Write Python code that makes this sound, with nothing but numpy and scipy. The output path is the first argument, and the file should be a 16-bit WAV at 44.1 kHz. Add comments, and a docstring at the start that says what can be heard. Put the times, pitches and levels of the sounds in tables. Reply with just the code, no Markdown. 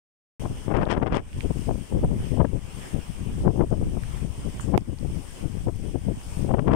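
"""Rooftop storm wind on a phone

After a short silence, wind cuts in and buffets a hand-held phone's two microphone ports, each on its own.
Eddies slap the ports, louder and brighter as the air speeds up, and the fastest tear off with a snap.
Rain hisses and trees roar in the street below, pushed down by gain control under each gust.
A few drops strike the case and make it ring; one throws a hiss of spray."""
import sys
import numpy as np
from scipy import signal
from scipy.fft import rfft, irfft, next_fast_len
from scipy.io import wavfile
from scipy.ndimage import uniform_filter1d

SR = 44100
rng = np.random.default_rng(int(sys.argv[2]) if len(sys.argv) > 2 else 0)


def unload_audio(sound):
    """Save the sound as a 16-bit wav file, at the path given as the first command line argument."""
    columns = np.transpose(np.atleast_2d(sound))
    # keep every value between -1 and 1, then stretch to whole-number steps
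    steps = np.round(np.clip(columns, -1, 1) * 32767)
    wavfile.write(sys.argv[1], SR, steps.astype(np.int16))


N = 297675

# steady flow over the ports: (time [s], left level [dB], right level [dB], left air speed [m/s])
STEADY_FLOW = [(0.4, -32.5, -37, 11.7), (0.64, -36.5, -53, 4.1), (0.7, -24.5, -51, 17.3),
               (0.87, -33, -42, 18), (0.92, -39, -36, 30), (0.97, -30, -42, 17.6), (1.04, -26, -44, 15.7),
               (1.18, -41, -27, 38.4), (1.25, -34, -40, 5), (1.7, -30, -40, 5.35), (1.86, -50, -51, 6.3),
               (2.0, -29, -27, 4.23), (2.42, -23.5, -44.5, 5.9), (2.6, -29, -47, 4.7),
               (2.88, -38.5, -52, 6.1), (3.05, -38.5, -49, 2.95), (3.3, -27.5, -35, 5.84),
               (3.85, -24, -31, 5.84), (4.1, -32, -42, 5), (4.6, -34.5, -43, 4), (4.75, -20.5, -43, 7.9),
               (4.85, -41, -38, 6), (5.1, -29, -52, 5.2), (5.3, -39.5, -60, 3.1), (5.5, -30.5, -45, 7.2),
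               (6.1, -32.5, -38, 4.3), (6.25, -40.5, -39.5, 1.9), (6.45, -18.5, -38, 6.5),
               (6.59, -25, -36, 10.7), (6.64, -24, -38, 6.7), (6.75, -15, -21.5, 14.5)]
# the strongest eddies, each slapping one port: (time [s], port [0 left, 1 right], level [dB], length [ms])
EDDY_SLAPS = [(.42, 0, -27.5, 14), (.442, 0, -20.5, 7), (.458, 0, -18.5, 14.6), (.515, 0, -28.5, 35),
              (.515, 1, -31.5, 80), (.686, 0, -24, 13.5), (.718, 0, -21, 12), (0.763, 0, -18.5, 33),
              (0.798, 0, -17, 10), (.815, 1, -28, 61), (.82, 0, -20, 32), (0.87, 0, -22, 8),
              (0.919, 0, -17, 26), (0.948, 0, -21.5, 10), (.976, 0, -20, 14), (.991, 1, -26.5, 27),
              (1.001, 0, -18, 1.9), (1.028, 0, -19.5, 17.4), (1.073, 0, -18.5, 14.4),
              (1.128, 0, -23.5, 19.4), (1.133, 1, -21.5, 29), (1.145, 0, -22.5, 8), (1.167, 0, -23.5, 28),
              (1.196, 0, -31, 8.8), (1.365, 1, -28, 30), (1.387, 0, -25.5, 35), (1.452, 0, -16.5, 16.4),
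              (1.48, 1, -36, 74), (1.507, 0, -18, 14), (1.566, 0, -20, 14), (1.61, 0, -27.5, 51),
              (1.689, 0, -15, 11), (1.705, 1, -31, 46), (1.713, 0, -13.5, 15.3), (1.75, 0, -21.5, 15),
              (1.8, 0, -26, 52), (1.926, 0, -15.5, 8), (1.955, 1, -26.5, 35), (1.967, 0, -17, 46),
              (2.044, 0, -11.5, 16.2), (2.047, 1, -23.5, 58), (2.127, 0, -18, 41), (2.19, 1, -27, 55),
              (2.273, 0, -21, 12), (2.331, 0, -23.5, 40), (2.376, 0, -16, 10.4), (2.41, 0, -11.5, 22),
              (2.41, 1, -33, 43), (2.451, 0, -10, 6.9), (2.55, 0, -20.5, 36), (2.765, 0, -30, 53),
              (2.962, 0, -21, 40), (3.1, 0, -26, 24), (3.205, 0, -25.5, 42), (3.29, 0, -25.5, 47),
              (3.33, 1, -28, 25), (3.389, 0, -24, 11), (3.41, 1, -27, 40), (3.472, 0, -14, 35),
              (3.504, 0, -18, 21), (3.585, 0, -17.5, 43), (3.617, 0, -13, 29), (3.64, 1, -29, 40),
              (3.729, 0, -14.5, 18), (3.814, 0, -22.5, 39), (3.82, 1, -30, 45), (3.87, 1, -26, 24),
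              (3.944, 0, -22, 23), (3.974, 0, -19.5, 17), (4.152, 0, -27, 30), (4.2, 1, -36, 30),
              (4.242, 0, -22.5, 48), (4.41, 1, -31, 49), (4.47, 0, -21.5, 37), (4.58, 1, -28.5, 57),
              (4.646, 0, -27.5, 30), (4.692, 0, -19.5, 24), (4.748, 0, -16, 23), (4.81, 0, -29, 26),
              (4.911, 0, -25.5, 44), (5.047, 0, -24, 50), (5.1, 1, -25.5, 14), (5.158, 0, -23, 45),
              (5.451, 0, -22.5, 38), (5.575, 0, -31, 11), (5.664, 1, -28.5, 36), (5.685, 0, -16, 17.6),
              (5.79, 0, -29, 93), (5.85, 0, -24, 28), (5.894, 0, -22.5, 26), (5.959, 0, -18, 24),
              (6.091, 0, -17.5, 42), (6.16, 0, -28.5, 41), (6.18, 1, -29.5, 20), (6.271, 0, -25.5, 31),
              (6.434, 0, -23, 18), (6.493, 0, -18.5, 4.6), (6.513, 0, -18.5, 14), (6.515, 1, -29, 87),
              (6.545, 0, -15.5, 7.7), (6.592, 0, -13.5, 8.4), (6.681, 0, -13.5, 14.4),
              (6.695, 1, -27.5, 50), (6.7, 0, -16.5, 5.7), (6.717, 0, -14.5, 13), (6.735, 0, -10, 6.2)]
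# swells of the distant storm bed: (time [s], rain level [dB], tree level [dB])
STORM_SWELLS = [(.42, -85, -82.5), (.66, -87.5, -82.5), (1.1, -98, -90), (1.4, -86, -82),
                (1.66, -83, -82.5), (1.95, -87.5, -84), (2.3, -85, -80), (2.6, -87.5, -85),
                (2.86, -83.5, -78), (3.0, -86, -82.5), (3.3, -88, -84.5), (3.6, -85, -84.5),
                (3.95, -88, -85.5), (4.17, -85, -80.5), (4.28, -89, -86.5), (4.42, -86, -81.5),
                (4.65, -86.5, -83), (4.85, -90.5, -87.5), (5.15, -87, -86), (5.37, -84.5, -81.5),
                (5.5, -88, -87), (6.1, -88, -85), (6.4, -82.5, -82), (6.7, -91.5, -85.5)]
# tone of the rain hiss: (frequency [Hz], gain [dB])
RAIN_TONE = [(300, -39), (2000, -31.5), (4000, -1.5), (8000, -1), (16000, 7)]
# tone of the roaring trees: (frequency [Hz], gain [dB])
TREE_TONE = [(60, 14), (300, 7), (700, 0.5), (1500, -1), (3400, -6), (4500, -11), (16000, -28)]
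# pressure jumps at the left port: (time [s], level [dB], edge length [ms])
PRESSURE_SNAPS = [(.6815, -3.5, 0.4), (.7705, -9, 0.071), (0.789, -14, 0.15), (0.876, -4, 0.29),
                  (0.903, -10, 0.077), (0.9378, -14, 0.065), (1.0687, -6, 0.14), (1.073, -18, 0.11),
                  (1.1248, -3, .15), (1.146, -30, .1), (1.153, -12, 0.042), (1.17, -4, 0.061),
                  (1.195, -22, 0.076), (2.4503, -14, 0.42), (4.748, -11, 0.18), (5.684, -14.5, 0.18),
                  (6.54, -5, 0.21), (6.587, -27, 0.16), (6.594, -6.5, 0.13), (6.682, -6, 0.13),
                  (6.7211, -19, 0.064), (6.7355, -15, 0.041)]
# drops on the case: (time [s], port [0 left, 1 right], ring level [dB], pitch [Hz], tick level [dB])
DROP_HITS = [(.854, 1, -28, 3600, -41), (.909, 1, -35, 1500, -52), (1.331, 1, -30, 2510, -50),
             (1.4072, 1, -14.5, 2400, -56.5), (1.743, 1, -47, 4000, -39), (2.047, 0, -24, 9000, -42),
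             (4.0355, 1, -21, 1660, -35), (4.5972, 1, -14, 1090, -52), (4.8085, 0, -37, 5600, -54),
             (4.987, 1, -32, 4700, -52), (5.073, 1, -45, 6000, -39), (5.76, 0, -33, 11000, -46),
             (6.215, 1, -33, 2000, -39), (6.671, 1, -48, 6000, -41)]
# water thrown past the left port: (time [s], level [dB], centre [Hz], width [Hz], t60 [ms])
SPRAY_BURSTS = [(4.607, -36, 7900, 2000, 160)]
# modes of the case under a heavy drop: (ring level [dB], pitch [Hz], tick level [dB], t60 [ms])
CASE_MODES = [(6, 320, -14.5, 10), (-2.5, 746, -21.5, 10.3), (-19, 2070, -17, 7.3)]
# colour of the left port's channel and cavity: (frequency [Hz], gain [dB])
LEFT_PORT_EQ = [(20, -6), (50, -1.5), (130, 2), (1000, 0.5), (1400, -3), (2700, -1.5), (3300, 0.5),
                (3900, -10), (5200, -1), (7300, -3.5), (8600, 5), (9700, -4), (10800, -12.5),
                (15000, -21.5), (15700, -21)]
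# colour of the right port's channel and cavity: (frequency [Hz], gain [dB])
RIGHT_PORT_EQ = [(20, -11.5), (50, 0.5), (130, -1), (1050, 1.5), (1400, -6.5), (3100, 5), (3500, -2.5),
                 (3900, -11.5), (4700, -23), (5250, -10), (6000, -21), (9000, -24.5), (11500, -31),
                 (15000, -43)]

TIME = np.arange(N) / SR
HIT_TIME = np.arange(4410) / SR  # clock for one drop or burst of spray
LEE_SPEED = 4.9  # m/s at the sheltered right port


def gain_of(db):
    """Decibels to amplitude."""
    return 10 ** (np.asarray(db) / 20)


def tone_db(curve, hz):
    """An EQ curve's gain at hz, on a log-frequency axis."""
    corner_hz, db = np.transpose(curve)
    return np.interp(np.log(hz + 1), np.log(corner_hz + 1), db)


def coloured(sound, curve):
    """Shapes a sound with an EQ curve."""
    size = next_fast_len(N)
    gain = gain_of(tone_db(curve, np.fft.rfftfreq(size, 1 / SR)))
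    return irfft(rfft(sound, size) * gain, size)[..., :N]


def wander(count, span):
    """Smooth random modulation of rms 1 that changes over span steps."""
    taps = np.exp(-(np.arange(-200, 201) / span) ** 2)
    return signal.fftconvolve(rng.standard_normal(count), taps / np.linalg.norm(taps), "same")


def reach(speed, db, hz_per_speed=65.6, usual_db=-24, brighten=0.5):
    """How high the wind's spectrum reaches, in Hz: faster air and stronger eddies are brighter."""
    return np.maximum(hz_per_speed * speed * gain_of(brighten * (db - usual_db)), 110)


def turbulence(hz, db, reach_hz, bend=0.83, soften=0.095):
    """Power per Hz of eddying air, 20 dB down at its reach; faster air rolls off more gently."""
    rolloff = (hz[:, None] / reach_hz) ** (bend * (reach_hz / 600) ** -soften)
    shape = 0.01 ** rolloff
    return gain_of(2 * db) * shape / (np.gradient(hz) @ shape)


def buffeting(port, flutter_db=2.0, sharpen=0.11, flow_reach=0.79):
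    """Wind on one port: bands of noise ride the power of the steady flow and the brighter eddy slaps."""
    t = np.arange(0, N + 44, 44) / SR  # control steps of about 1 ms
    hz = np.geomspace(20, 14000, num=24)
    flow_s, *levels, left_speed = np.transpose(STEADY_FLOW)
    speed = np.interp(t, flow_s, left_speed) if port == 0 else np.full(len(t), LEE_SPEED)
    flutter = 1.136 * wander(len(t), span=1.9) + .5 * wander(len(t), span=7.5)
    swing_db, brightness = flutter_db * flutter, np.exp(sharpen * flutter)
    small_eddies_db = 1.5 * wander(len(t), span=19.8)
    flow_db = np.interp(t, flow_s, levels[port]) + small_eddies_db
    power = turbulence(hz, flow_db + swing_db, flow_reach * reach(speed, flow_db) * brightness)
    for s, eddy_port, db, ms in EDDY_SLAPS:
        if round(eddy_port) == port:
            near = abs(t - s) < 2 * ms / 1000
            reach_hz = reach(np.interp(s, t, speed), db)
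            span_ms = ms * np.minimum(0.9 * reach_hz / hz[:, None], 1) ** 0.5  # fine ripples pass more quickly
            swell = .5 ** ((2000 * (t[near] - s) / span_ms) ** 2)
            power[:, near] += swell * turbulence(hz, db + swing_db[near], reach_hz * brightness[near])
    size = next_fast_len(N)
    noise = rfft(rng.standard_normal(size)) * np.sqrt(SR / 2)
    band_index = np.interp(np.log(np.fft.rfftfreq(size, 1 / SR) + 1), np.log(hz), np.arange(len(hz)))
    bands = (irfft(noise * np.maximum(1 - abs(band_index - k), 0), size)[:N] for k in range(len(hz)))
    return sum(band * np.interp(TIME, t, np.sqrt(p)) for band, p in zip(bands, power))


def storm_wash(tone, column, patchy_db, shared):
    """Distant rain or trees: a wide noise bed with drifting patches, partly shared by the ports."""
    frames, hz = N // 128 + 5, np.fft.rfftfreq(512, 1 / SR)
    left_re, left_im, side_re, side_im, patches = rng.standard_normal((frames, len(hz), 5)).T
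    patches = uniform_filter1d(patches, size=6, axis=0)  # smooth across pitch
    patches = uniform_filter1d(patches, size=20, axis=1)  # and across time
    swells = np.transpose(STORM_SWELLS)
    level_db = np.interp(np.arange(frames) * 128 / SR, swells[0], swells[column])
    left = left_re + 1j * left_im
    right = shared * left + np.sqrt(1 - shared ** 2) * (side_re + 1j * side_im)
    unit = signal.istft(left, nperseg=512, noverlap=384)[1].std() / np.sqrt(SR / 2)
    gain = gain_of(tone_db(tone, hz)[:, None] + patchy_db * patches / patches.std() + level_db)
    return signal.istft(np.array([left, right]) * gain, nperseg=512, noverlap=384)[1][:, :N] / unit


def rain_patter(ticks_per_s=300, db=-60, spread_db=2.5, t60_s=0.012):
    """Nearer raindrops: sparse ticks of uneven size with a short tail, dipping with the rain."""
    sizes = gain_of(spread_db * np.minimum(rng.exponential(1, (2, N)), 5))
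    impacts = sizes * (rng.random((2, N)) < ticks_per_s / SR)
    t = np.arange(600) / SR
    tail = rng.standard_normal(len(t)) * gain_of(-60 * t / t60_s)
    ticks = signal.fftconvolve(impacts, tail[None])[:, :N]
    s, rain_db, _ = np.transpose(STORM_SWELLS)
    return coloured(ticks, RAIN_TONE) * gain_of(db + np.interp(TIME, s, rain_db - rain_db.mean()))


def ducking(wind, highpass_hz=402, window_s=0.023, knee_db=-38, depth=0.36):
    """Gain control keyed by the wind: it dips quickly under a gust and recovers slowly."""
    sidechain = signal.sosfilt(signal.butter(2, highpass_hz, "high", fs=SR, output="sos"), wind)
    power = uniform_filter1d((sidechain ** 2).sum(0), round(window_s * SR))
    power_db = 10 * np.log10(abs(power) + 1e-12)
    release_db = 57 * TIME
    held_db = np.maximum.accumulate(power_db + release_db) - release_db
    over_db = np.maximum(held_db - knee_db, 0)
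    return gain_of(-depth * uniform_filter1d(over_db, size=1600))


def wind_snaps():
    """The fastest eddies tear off: the pressure jumps either way, then overshoots as it leaks off."""
    out, ms = np.zeros(N + SR), np.arange(882) / SR * 1000
    for (s, db, edge_ms), sign in zip(PRESSURE_SNAPS, rng.choice([-1, 1], len(PRESSURE_SNAPS))):
        leak_ms = 0.98 + 0.74 * edge_ms  # slower after a blunt edge
        attack = 1 - np.exp(-(ms / edge_ms) ** 2)
        leak = (1 - 0.61 * ms / leak_ms) * np.exp(-.6 * ms / leak_ms)
        out[round(s * SR):][:len(ms)] += sign * gain_of(db) * attack * leak
    return out[:N]


def case_hit(s, ring_db, hz, tick_db, t60_ms):
    """Water strikes the case: a noisy tick and a short ring that settles onto its pitch."""
    out, t = np.zeros(N + SR), HIT_TIME
    phase = 2 * np.pi * hz * t * (1 + .5 * np.exp(-t * hz))
    ring = gain_of(ring_db - 60000 * t / t60_ms) * -np.sin(phase)
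    ring *= 1 - np.exp(-2.5 * hz * t)  # the water flattens before it pushes fully
    burst = gain_of(tick_db - 60000 * t / (1.5 + .3 * t60_ms)) * np.minimum(20000 * t / t60_ms, 1)
    tick = burst * signal.lfilter([1], [1, -.75], rng.standard_normal(len(t)))
    out[round(s * SR):][:len(t)] = ring + tick
    return out[:N]


def drops():
    """Single drops ping the case, each heard at one port."""
    out = np.zeros((2, N))
    for s, port, ring_db, hz, tick_db in DROP_HITS:
        t60_ms = 5.6 * (1000 / hz) ** 0.27  # higher rings die sooner
        out[round(port)] += case_hit(s, ring_db, hz, tick_db, t60_ms)
    return out


def spray():
    """Water flies past the port in a thin, fading hiss."""
    out, t = np.zeros(N + SR), HIT_TIME
    for s, db, hz, width, t60_ms in SPRAY_BURSTS:
        band = signal.butter(2, [hz - width / 2, hz + width / 2], "band", fs=SR, output="sos")
        hiss = signal.sosfilt(band, rng.standard_normal(len(t)))
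        out[round(s * SR):][:len(t)] += gain_of(db - 60000 * t / t60_ms) * hiss / hiss.std()
    return out[:N]


def heavy_drop(s=4.7769, stagger_s=.00035):
    """A heavy drop knocks the whole case; each higher mode starts later as the water spreads."""
    return sum(case_hit(s + stagger_s * k, *mode) for k, mode in enumerate(CASE_MODES))


def scene():
    """Wind and the ducked storm bed pass through the ports; drops and spray bypass their colour."""
    rain = storm_wash(RAIN_TONE, column=1, patchy_db=1.4, shared=0.073)
    trees = storm_wash(TREE_TONE, column=2, patchy_db=1.77, shared=0.066)
    storm = rain + trees + rain_patter()
    wind = np.array([buffeting(port=0) + wind_snaps(), buffeting(port=1)])
    air = wind + ducking(wind) * storm
    mix = np.array([coloured(air[0], LEFT_PORT_EQ), coloured(air[1], RIGHT_PORT_EQ)]) + drops()
    mix[1] += heavy_drop()
    mix[0] += spray()
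    return mix


def record(dry):
    """The input stage rounds off the peaks; the sound cuts in from silence, its top end filtered off."""
    ceiling, start_s, fade_s, cutoff_hz = 0.59, 0.3956, 0.00071, 15750
    saturated = ceiling * np.tanh(dry / ceiling)
    gate = np.clip((TIME - start_s) / fade_s, 0, 1)
    lowpass = signal.firwin(511, cutoff_hz, window=("kaiser", 9), fs=SR)
    return signal.oaconvolve(saturated * gate, lowpass[None], "same")


dry = scene()
out = record(dry)
unload_audio(out)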